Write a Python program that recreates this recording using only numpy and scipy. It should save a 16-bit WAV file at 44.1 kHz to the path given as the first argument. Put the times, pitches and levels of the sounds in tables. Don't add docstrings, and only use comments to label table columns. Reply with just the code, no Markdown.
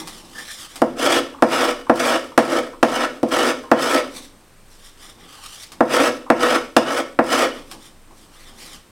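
import sys
import numpy as np
from scipy import signal
from scipy.fft import rfft, irfft, next_fast_len
from scipy.io import wavfile
from scipy.ndimage import map_coordinates

SR = 44100
rng = np.random.default_rng(int(sys.argv[2]) if len(sys.argv) > 2 else 0)


def pcm_store(signal):
    levels = np.round(np.clip(np.atleast_2d(signal), -1, 1) * 32767)
    wavfile.write(sys.argv[1], SR, levels.astype(np.int16).T)


N = 392919

# start_s, level_db, hardness_db (scales the contact cutoff), crunch_db (re level)
LANDINGS = [(0.817, -7.5, -17.5, -28), (1.422, -5.5, -14, -21.5), (1.895, -6, -14, -24.5),
            (2.376, -5.5, 11, -13), (2.827, -7, -4, -13), (3.229, -8, -24, -31),
            (3.714, -5.5, -10.5, -25.5), (5.805, -7, -14.5, -31.5), (6.3, -6.5, 3, -24.5),
            (6.764, -5.5, 11, -13), (7.188, -8, -9, -31)]
# freq_hz, density_db
GRIT_SPECTRUM = [(1200,-12),(2000,-6),(2400,-0.5),(2900,-1),(3500,-3),(4100,-9.5),(5100,-3),(6000,-8),(6800,-12.5),(8100,-8.5),(10000,-11.5),(12000,-18),(16000,-24)]
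# freq_hz, density_db
SCUFF_SPECTRUM = [(290, -61), (500, -9.5), (718, -5), (1030, -7), (1130, 0.5), (1570, -10), (1720, -8),
                  (2360, -6), (2690, -8), (3020, -5.5), (4090, -7.5), (5160, -5.5), (6420, -11),
                  (8700, -7.5), (16000, -23.5)]


def sanding(wood_db=-9.0, grit_db=-4.0, judder_db=2.04, flutter_db=1.0, shift_db=1.5, bass_hz=300):
    # freq_hz, level_db, t60_s
    plywood_modes = [(133, -24, 0.102), (241, -4, 0.106), (267, 0, 0.041), (325, 3, 0.016), (357, 1, 0.016),
                     (407, -9, 0.075), (500, -2, 0.078), (564, -1, 0.079), (629, -5, 0.032),
                     (741, -9, 0.033), (1008, -14, 0.014), (1143, -8, 0.083), (1301, -4, 0.044),
                     (1479, -9, 0.031), (1723, -14, 0.008), (1925, -12, 0.017), (2191, -16, 0.031)]
    # freq_hz, density_db
    drag_spectrum = [(60,2.5),(200,0),(290,0),(500,-1.5),(900,1),(1400,-1.5),(2200,-2.5),(4000,2),(16000,-7)]
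    # freq_hz, gain, t60_s
    edge_modes = [(2965,1,0.021),(3310,0.82,0.031),(5040,0.32,0.013),(6050,0.93,0.024),(7770,0.18,0.008)]
    rasp, bass, hiss = stroke_gains()
    grip = from_db(judder_db * drift(65))
    teeth = grains(24000, spread_db=2.0)
    pull = grip * colour(teeth, drag_spectrum)
    deep = signal.lfilter(*signal.butter(1, bass_hz, fs=SR), pull)
    drag = bass * deep + rasp * (pull - deep)
    grit = colour(teeth, GRIT_SPECTRUM)
    grit = rms_one(grit + wandering_rings(grit, edge_modes, depth_db=5, rate_hz=12))
    grit = moving_echo(grit, delay_s=0.000902, travel=0.13, gain=0.4, rate_hz=4.95)
    coarse = butter(grit, 4500, "low")
    grit = coarse + from_db(shift_db * drift(15)) * (grit - coarse)
    scratch = hiss * grip * from_db(flutter_db * drift(270)) * grit
    return from_db(wood_db) * body(drag, plywood_modes) + from_db(grit_db) * scratch


def stroke_gains(settle_s=0.067, stop_s=0.018, lift_s=0.21, bite_s=0.007, grit_lag=0.88):
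    # full_speed_s, length_s, run_up_s, rasp_db, hiss_db, swell_db,
    # creep_db (re push), graze_db (re push), bass_db (re rasp)
    pushes = [(1.028, 0.15, 0.038, -10.5, -20.5, 3.5, -27, -16.5, 4.5),
              (1.545, 0.16, 0.037, -10.5, -23, -3.5, -16, -12.5, -19),
              (2.007, 0.15, 0.035, -10.5, -22.5, 2.5, -15, -14, -3),
              (2.511, 0.078, 0.045, -13, -27, 3, -4.5, -12, 3),
              (2.906, 0.14, 0.017, -13, -27.5, 3, -4, -11.5, -3.5),
              (3.324, 0.18, 0.015, -11.5, -23, -1, -19, -14, 2.5),
              (3.835, 0.15, 0.061, -11.5, -24, 3, -13, -15, -5),
              (5.941, 0.14, 0.04, -11, -22, -1.5, -22, -12.5, 2.5),
              (6.426, 0.13, 0.032, -9.5, -22.5, 0.5, -18, -14, -5),
              (6.888, 0.11, 0.04, -14.5, -29.5, -1.5, -10, -11.5, -4),
              (7.328, 0.12, 0.047, -9.5, -21.5, 1.5, -21, -12.5, -7)]
    # centre_s, wood_change_db
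    bites = [(1.18, -4.5), (3.033, 2.5), (5.999, 7.5), (6.556, 5), (7.438, -1.5)]
    t = np.arange(N) / SR
    rasp = bass = hiss = 0
    for (knock_s, *_), push in zip(LANDINGS, pushes):
        start_s, length_s, run_up_s, rasp_db, hiss_db, swell_db, creep_db, graze_db, bass_db = push
        pressure = from_db(swell_db * (np.clip((t - start_s) / length_s, 0, 1) - 0.5))
        early = np.maximum(start_s - t, 0) / run_up_s
        past_s = np.maximum(t - start_s - length_s, 0)
        creep = from_db(creep_db) * np.clip((t - knock_s) / settle_s, 0, 1) * (t < start_s)
        graze = from_db(graze_db) * np.maximum(1 - past_s / lift_s, 0) ** 1.68 * (t >= start_s)
        brake = np.exp(-past_s / stop_s)
        wood = np.maximum(np.exp(-early ** 1.5) * brake, creep + graze)
        grit = np.maximum(np.exp(-(early / grit_lag) ** 1.5) * brake, creep + from_db(1) * graze)
        rasp += from_db(rasp_db) * pressure * wood
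        bass += from_db(rasp_db + bass_db) * pressure * wood
        hiss += from_db(hiss_db) * pressure * grit
    bite = from_db(sum(db * np.exp(-((t - centre_s) / bite_s) ** 2) for centre_s, db in bites))
    return rasp * bite, bass * bite, hiss * np.sqrt(bite)


def knocks(thud_db=29.5, contact_hz=8000, crush_s=0.00109, crunch_db=6.5):
    # freq_hz, level_db, t60_s
    table_modes = [(142, -18, 0.12), (233, -4, 0.09), (266, -5, 0.032), (345, 0, 0.081), (344, 0, 0.17),
                   (415, -16, 0.166), (481, -11, 0.05), (591, -8, 0.034), (658, -5, 0.154),
                   (701, -5, 0.096), (777, -13, 0.049), (826, -13, 0.065), (928, -13, 0.036),
                   (1048, -14, 0.033), (1181, -13, 0.049), (1248, -16, 0.012), (1365, -12, 0.017),
                   (1615, -18, 0.045), (1713, -18, 0.036), (1908, -20, 0.027), (2223, -26, 0.017),
                   (2538, -25, 0.026), (2773, -32, 0.01)]
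    starts_s, levels_db, hardness_db, crunches_db = np.transpose(LANDINGS)
    force, click = np.zeros(N), signal.unit_impulse(SR // 20)
    for start_s, db, hard_db in zip(starts_s, levels_db, hardness_db):
        onset = int((start_s + crush_s) * SR)
        pulse = butter(click, contact_hz * from_db(hard_db), "low")
        force[onset:onset + len(pulse)] += from_db(db + thud_db) * pulse
    crush = bursts(starts_s + crush_s, levels_db + crunches_db + crunch_db, t60_s=0.05)
    crunch = crush * colour(grains(9000, spread_db=7.5), GRIT_SPECTRUM)
    return table_damping(starts_s) * body(force, table_modes) + crunch


def table_damping(knocks_s, delay_s=0.033, fade_s=0.0079, press_db=-2.5):
    t = np.arange(N) / SR
    since_s = t - knocks_s[np.maximum(np.searchsorted(knocks_s, t) - 1, 0)]
    return from_db(press_db * np.clip((since_s - delay_s) / fade_s, 0, 1))


def finger_rubs(level_db=-1.0, catch_db=1.9, treble_hz=4500, attack_s=0.034, release_s=0.026):
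    # start_s, length_s, level_db, treble_db (re level)
    slides = [(0.0, 0.0069, -31.5, -1), (0.071, 0.13, -43, 1.5), (0.23, 0.13, -49.5, 1),
              (0.348, 0.17, -39.5, 0.5), (0.503, 0.043, -41.5, 5.5), (0.603, .02, -37, 3),
              (0.632, 0.021, -41, 0), (0.703, 0.096, -46, 0.5), (4.16, 0.027, -41.5, 3),
              (4.221, 0.028, -47, 3.5), (4.703, 0.19, -60.5, 7.5), (4.84, 0.046, -46.5, 1.5),
              (5.024, 0.079, -43, -1), (5.214, 0.088, -45.5, -7), (5.3, 0.077, -40, -3),
              (5.431, 0.033, -37.5, 0), (5.496, .08, -42.5, 2), (5.607, 0.033, -42, 4),
              (7.576, 0.023, -40.5, -6), (7.715, 0.013, -42, 0), (7.813, .06, -49, 1.5),
              (8.187, 0.063, -61, 8.5), (8.355, 0.14, -45, -2.5), (8.599, 0.14, -40.5, 0.5)]
    # freq_hz, gain, t60_s
    lifted_modes = [(3060,0.56,.01),(3510,0.54,0.0078),(5780,0.38,.006)]
    low_gain = gestures([row[:3] for row in slides], attack_s, release_s)
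    treble_rows = [(start_s, length_s, db + treble_db) for start_s, length_s, db, treble_db in slides]
    treble_gain = gestures(treble_rows, attack_s, release_s)
    brush = colour(grains(7000, spread_db=1.5), SCUFF_SPECTRUM)
    rings = wandering_rings(brush, lifted_modes, depth_db=3, rate_hz=8)
    rub = moving_echo(brush + rings, delay_s=0.000564, travel=0.16, gain=0.5, rate_hz=2.9)
    dull = butter(rub, treble_hz, "low")
    return from_db(level_db + catch_db * drift(32)) * (low_gain * dull + treble_gain * (rub - dull))


def ticks_and_taps(tick_db=-6.5, tap_hz=1000):
    # start_s, tick_db, tap_db
    contacts = [(0.073, -23.5, -44), (0.383, -29, -50), (0.758, -24.5, -52), (1.34, -56, -34.5),
                (1.386, -56, -40), (1.868, -53.5, -34), (1.957, -26, -45), (2.319, -50.5, -39.5),
                (2.732, -53, -35), (3.286, -31, -48), (3.638, -55, -34), (3.68, -53, -49),
                (5.385, -53, -42), (5.719, -29, -64), (6.264, -53, -34), (7.24, -31.5, -48),
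                (7.263, -36, -48), (7.713, -26.5, -54), (8.109, -49, -52)]
    starts_s, ticks_db, taps_db = np.transpose(contacts)
    scuff = grains(6000, spread_db=-12.0)
    tick = bursts(starts_s, ticks_db + tick_db, t60_s=0.12) * colour(scuff, SCUFF_SPECTRUM)
    hollow = resonate(resonate(scuff, tap_hz, t60_s=0.0064), tap_hz, t60_s=0.0064)
    return tick + bursts(starts_s, taps_db, t60_s=0.13) * rms_one(hollow)


def squeaks(level_db=3.0, pitch_hz=1745, t60_s=0.013):
    # start_s, length_s, level_db
    slips = [(0.355, 0.0098, -42), (0.384, 0.018, -37), (0.492, 0.01, -38)]
    tone = resonate(resonate(rng.standard_normal(N), pitch_hz, t60_s), pitch_hz, t60_s)
    return from_db(level_db) * gestures(slips, attack_s=0.0052, release_s=0.0084) * rms_one(tone)


def sleeves(level_db=-1.0):
    # start_s, length_s, level_db
    shifts = [(0.0, 0.03, -35.5), (0.09, 0.23, -47), (0.355, .065, -45.5), (0.585, .06, -50.5),
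              (0.765, .035, -41), (4.14, .06, -45.5), (4.25, 0.19, -57.5), (5.02, 0.15, -53.5),
              (5.17, 0.16, -52), (5.72, 0.09, -49.5), (7.58, 0.038, -43), (7.735, 0.026, -41.5),
              (7.82, .13, -55), (8.115, 0.014, -48), (8.2, 0.31, -56.5), (8.5, 0.26, -51)]
    # freq_hz, density_db
    cloth_spectrum = [(71, -47), (120, -4), (161, -2.5), (192, -5), (232, 1.5), (316, 0), (362, -8),
                      (455, -11), (900, -9), (1170, -11), (1980, -120)]
    cloth = colour(rng.standard_normal(N), cloth_spectrum)
    return from_db(level_db) * gestures(shifts, attack_s=0.025, release_s=0.027) * cloth


def garage(x, wet_db=-12.0, build_s=0.012, scatter_hz=3200):
    # delay_s, gain
    reflections = [(0.00247, 0.19), (0.00686, -0.23), (0.01603, -0.11), (0.01935, -0.22), (0.02994, -0.08),
                   (0.03517, 0.04)]
    # freq_hz, t60_s, level_db
    reverb_bands = [(90,0.12,-6),(200,0.54,10.5),(292,1,-12.5),(389,0.57,6),(550,0.36,-0.5),(1100,0.31,1),(2510,0.39,2.5),(5000,0.4,2.5),(12000,0.22,-0.5)]
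    t = np.arange(int(SR * 0.7)) / SR
    freq_hz, t60_s, level_db = np.transpose(reverb_bands)
    edges_hz = np.geomspace(60, 17000, 14)
    tail, near = np.zeros((2, len(t)))
    for low_hz, high_hz in zip(edges_hz, edges_hz[1:]):
        centre_hz = np.sqrt(low_hz * high_hz)
        bandpass = signal.butter(2, [low_hz, high_hz], "band", fs=SR, output="sos")
        band = signal.sosfilt(bandpass, rng.standard_normal(len(t)))
        decay_db = 60 * t / at_hz(np.c_[freq_hz, t60_s], centre_hz)
        tail += band * from_db(at_hz(np.c_[freq_hz, level_db], centre_hz) - decay_db)
    tail *= np.minimum(t / build_s, 1)
    for delay_s, gain in reflections:
        near[int(delay_s * SR)] += gain
    near = butter(near, scatter_hz, "low")
    response = near + from_db(wet_db) * tail / np.linalg.norm(tail)
    return x + signal.oaconvolve(x, response)[:N]


def room_tone(air_db=-49, whine_db=-69.0, whine_hz=8450, side_db=-71.0):
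    # freq_hz, density_db
    air_spectrum = [(12, -30.5), (20, 9.5), (33, -15), (60, -8.5), (134, -14.5), (399, -17.5), (759, -22.5),
                    (1060, -21), (3070, -28.5), (6910, -33), (8410, -29.5), (11100, -36), (13200, -36),
                    (16000, -43)]
    air = from_db(air_db) * colour(rng.standard_normal(N), air_spectrum)
    whine = from_db(whine_db) * rms_one(resonate(rng.standard_normal(N), whine_hz, t60_s=0.007))
    side = from_db(side_db) * rms_one(butter(rng.standard_normal(N), 13000, "low"))
    return air + whine + side * np.array([[1], [-1]])


def from_db(db):
    return 10 ** (np.asarray(db) / 20)


def rms_one(x):
    return x / np.sqrt(np.mean(x ** 2) + 1e-20)


def at_hz(points, hz):
    known_hz, values = np.transpose(points)
    return np.interp(np.log(hz + 1e-3), np.log(known_hz), values)


def drift(rate_hz):
    step, warm_up = 20, 2000
    pole = np.exp(-2 * np.pi * rate_hz * step / SR)
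    noise = rng.standard_normal(N // step + warm_up + 2)
    slow = signal.lfilter([1], [1, -2 * pole, pole * pole], noise)[warm_up:]
    return np.interp(np.arange(N) / step, np.arange(len(slow)), rms_one(slow))


def butter(x, hz, kind):
    return signal.sosfilt(signal.butter(2, min(hz, SR / 2 - 1), kind, fs=SR, output="sos"), x + 1e-18)


def colour(x, spectrum):
    size = next_fast_len(N)
    shape = from_db(at_hz(spectrum, np.arange(size // 2 + 1) * SR / size))
    return rms_one(irfft(rfft(x, size) * shape, size)[:N])


def resonate(x, hz, t60_s):
    radius = from_db(-60 / (t60_s * SR))
    feedback = [1, -2 * radius * np.cos(2 * np.pi * hz / SR), radius ** 2]
    return signal.lfilter(np.array([1, 0, -1]) * (1 - radius ** 2) / 2, feedback, x + 1e-18)


def body(force, modes):
    click = signal.unit_impulse(SR // 2)
    response = sum((-1) ** k * from_db(db) * resonate(click, hz, t60_s)
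                   for k, (hz, db, t60_s) in enumerate(modes))
    return signal.oaconvolve(force, response / np.linalg.norm(response))[:N]


def wandering_rings(x, modes, depth_db, rate_hz):
    return sum(gain * from_db(depth_db * drift(rate_hz)) * resonate(x, hz, t60_s)
               for hz, gain, t60_s in modes)


def moving_echo(x, delay_s, travel, gain, rate_hz):
    lag = delay_s * SR * np.exp(travel * drift(rate_hz))
    return rms_one(x + gain * map_coordinates(x, [np.arange(N) - lag], order=3))


def grains(per_s, spread_db):
    sizes = from_db(spread_db * np.minimum(rng.exponential(1, N), 4)) * rng.choice([-1, 1], N)
    return rms_one(sizes * (rng.random(N) < per_s / SR))


def bursts(starts_s, levels_db, t60_s):
    jumps = np.zeros(N)
    jumps[(starts_s * SR).astype(int)] = from_db(levels_db)
    return signal.lfilter([1], [1, -from_db(-60 / (t60_s * SR))], jumps + 1e-18)


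def gestures(rows, attack_s, release_s):
    t, envelope = np.arange(N) / SR, np.zeros(N)
    for start_s, length_s, db in rows:
        early = np.maximum(start_s - t, 0) / attack_s
        late = np.maximum(t - start_s - length_s, 0) / release_s
        envelope = np.maximum(envelope, from_db(db) * np.exp(-early - late))
    return envelope


def scene(treble_width=0.007, low_cut_hz=85):
    work = knocks() + sanding() + finger_rubs() + sleeves() + squeaks() + ticks_and_taps()
    mid = butter(garage(work), low_cut_hz, "high")
    side = treble_width * np.gradient(mid)
    return mid + side * np.array([[1], [-1]]) + room_tone()


def record(dry, ceiling=0.88, cutoff_hz=16000):
    flattened = dry / (1 + (dry / ceiling) ** 6) ** (1 / 6)
    return signal.sosfilt(signal.ellip(10, 0.1, 80, cutoff_hz, fs=SR, output="sos"), flattened)


dry = scene()
out = record(dry)
pcm_store(out)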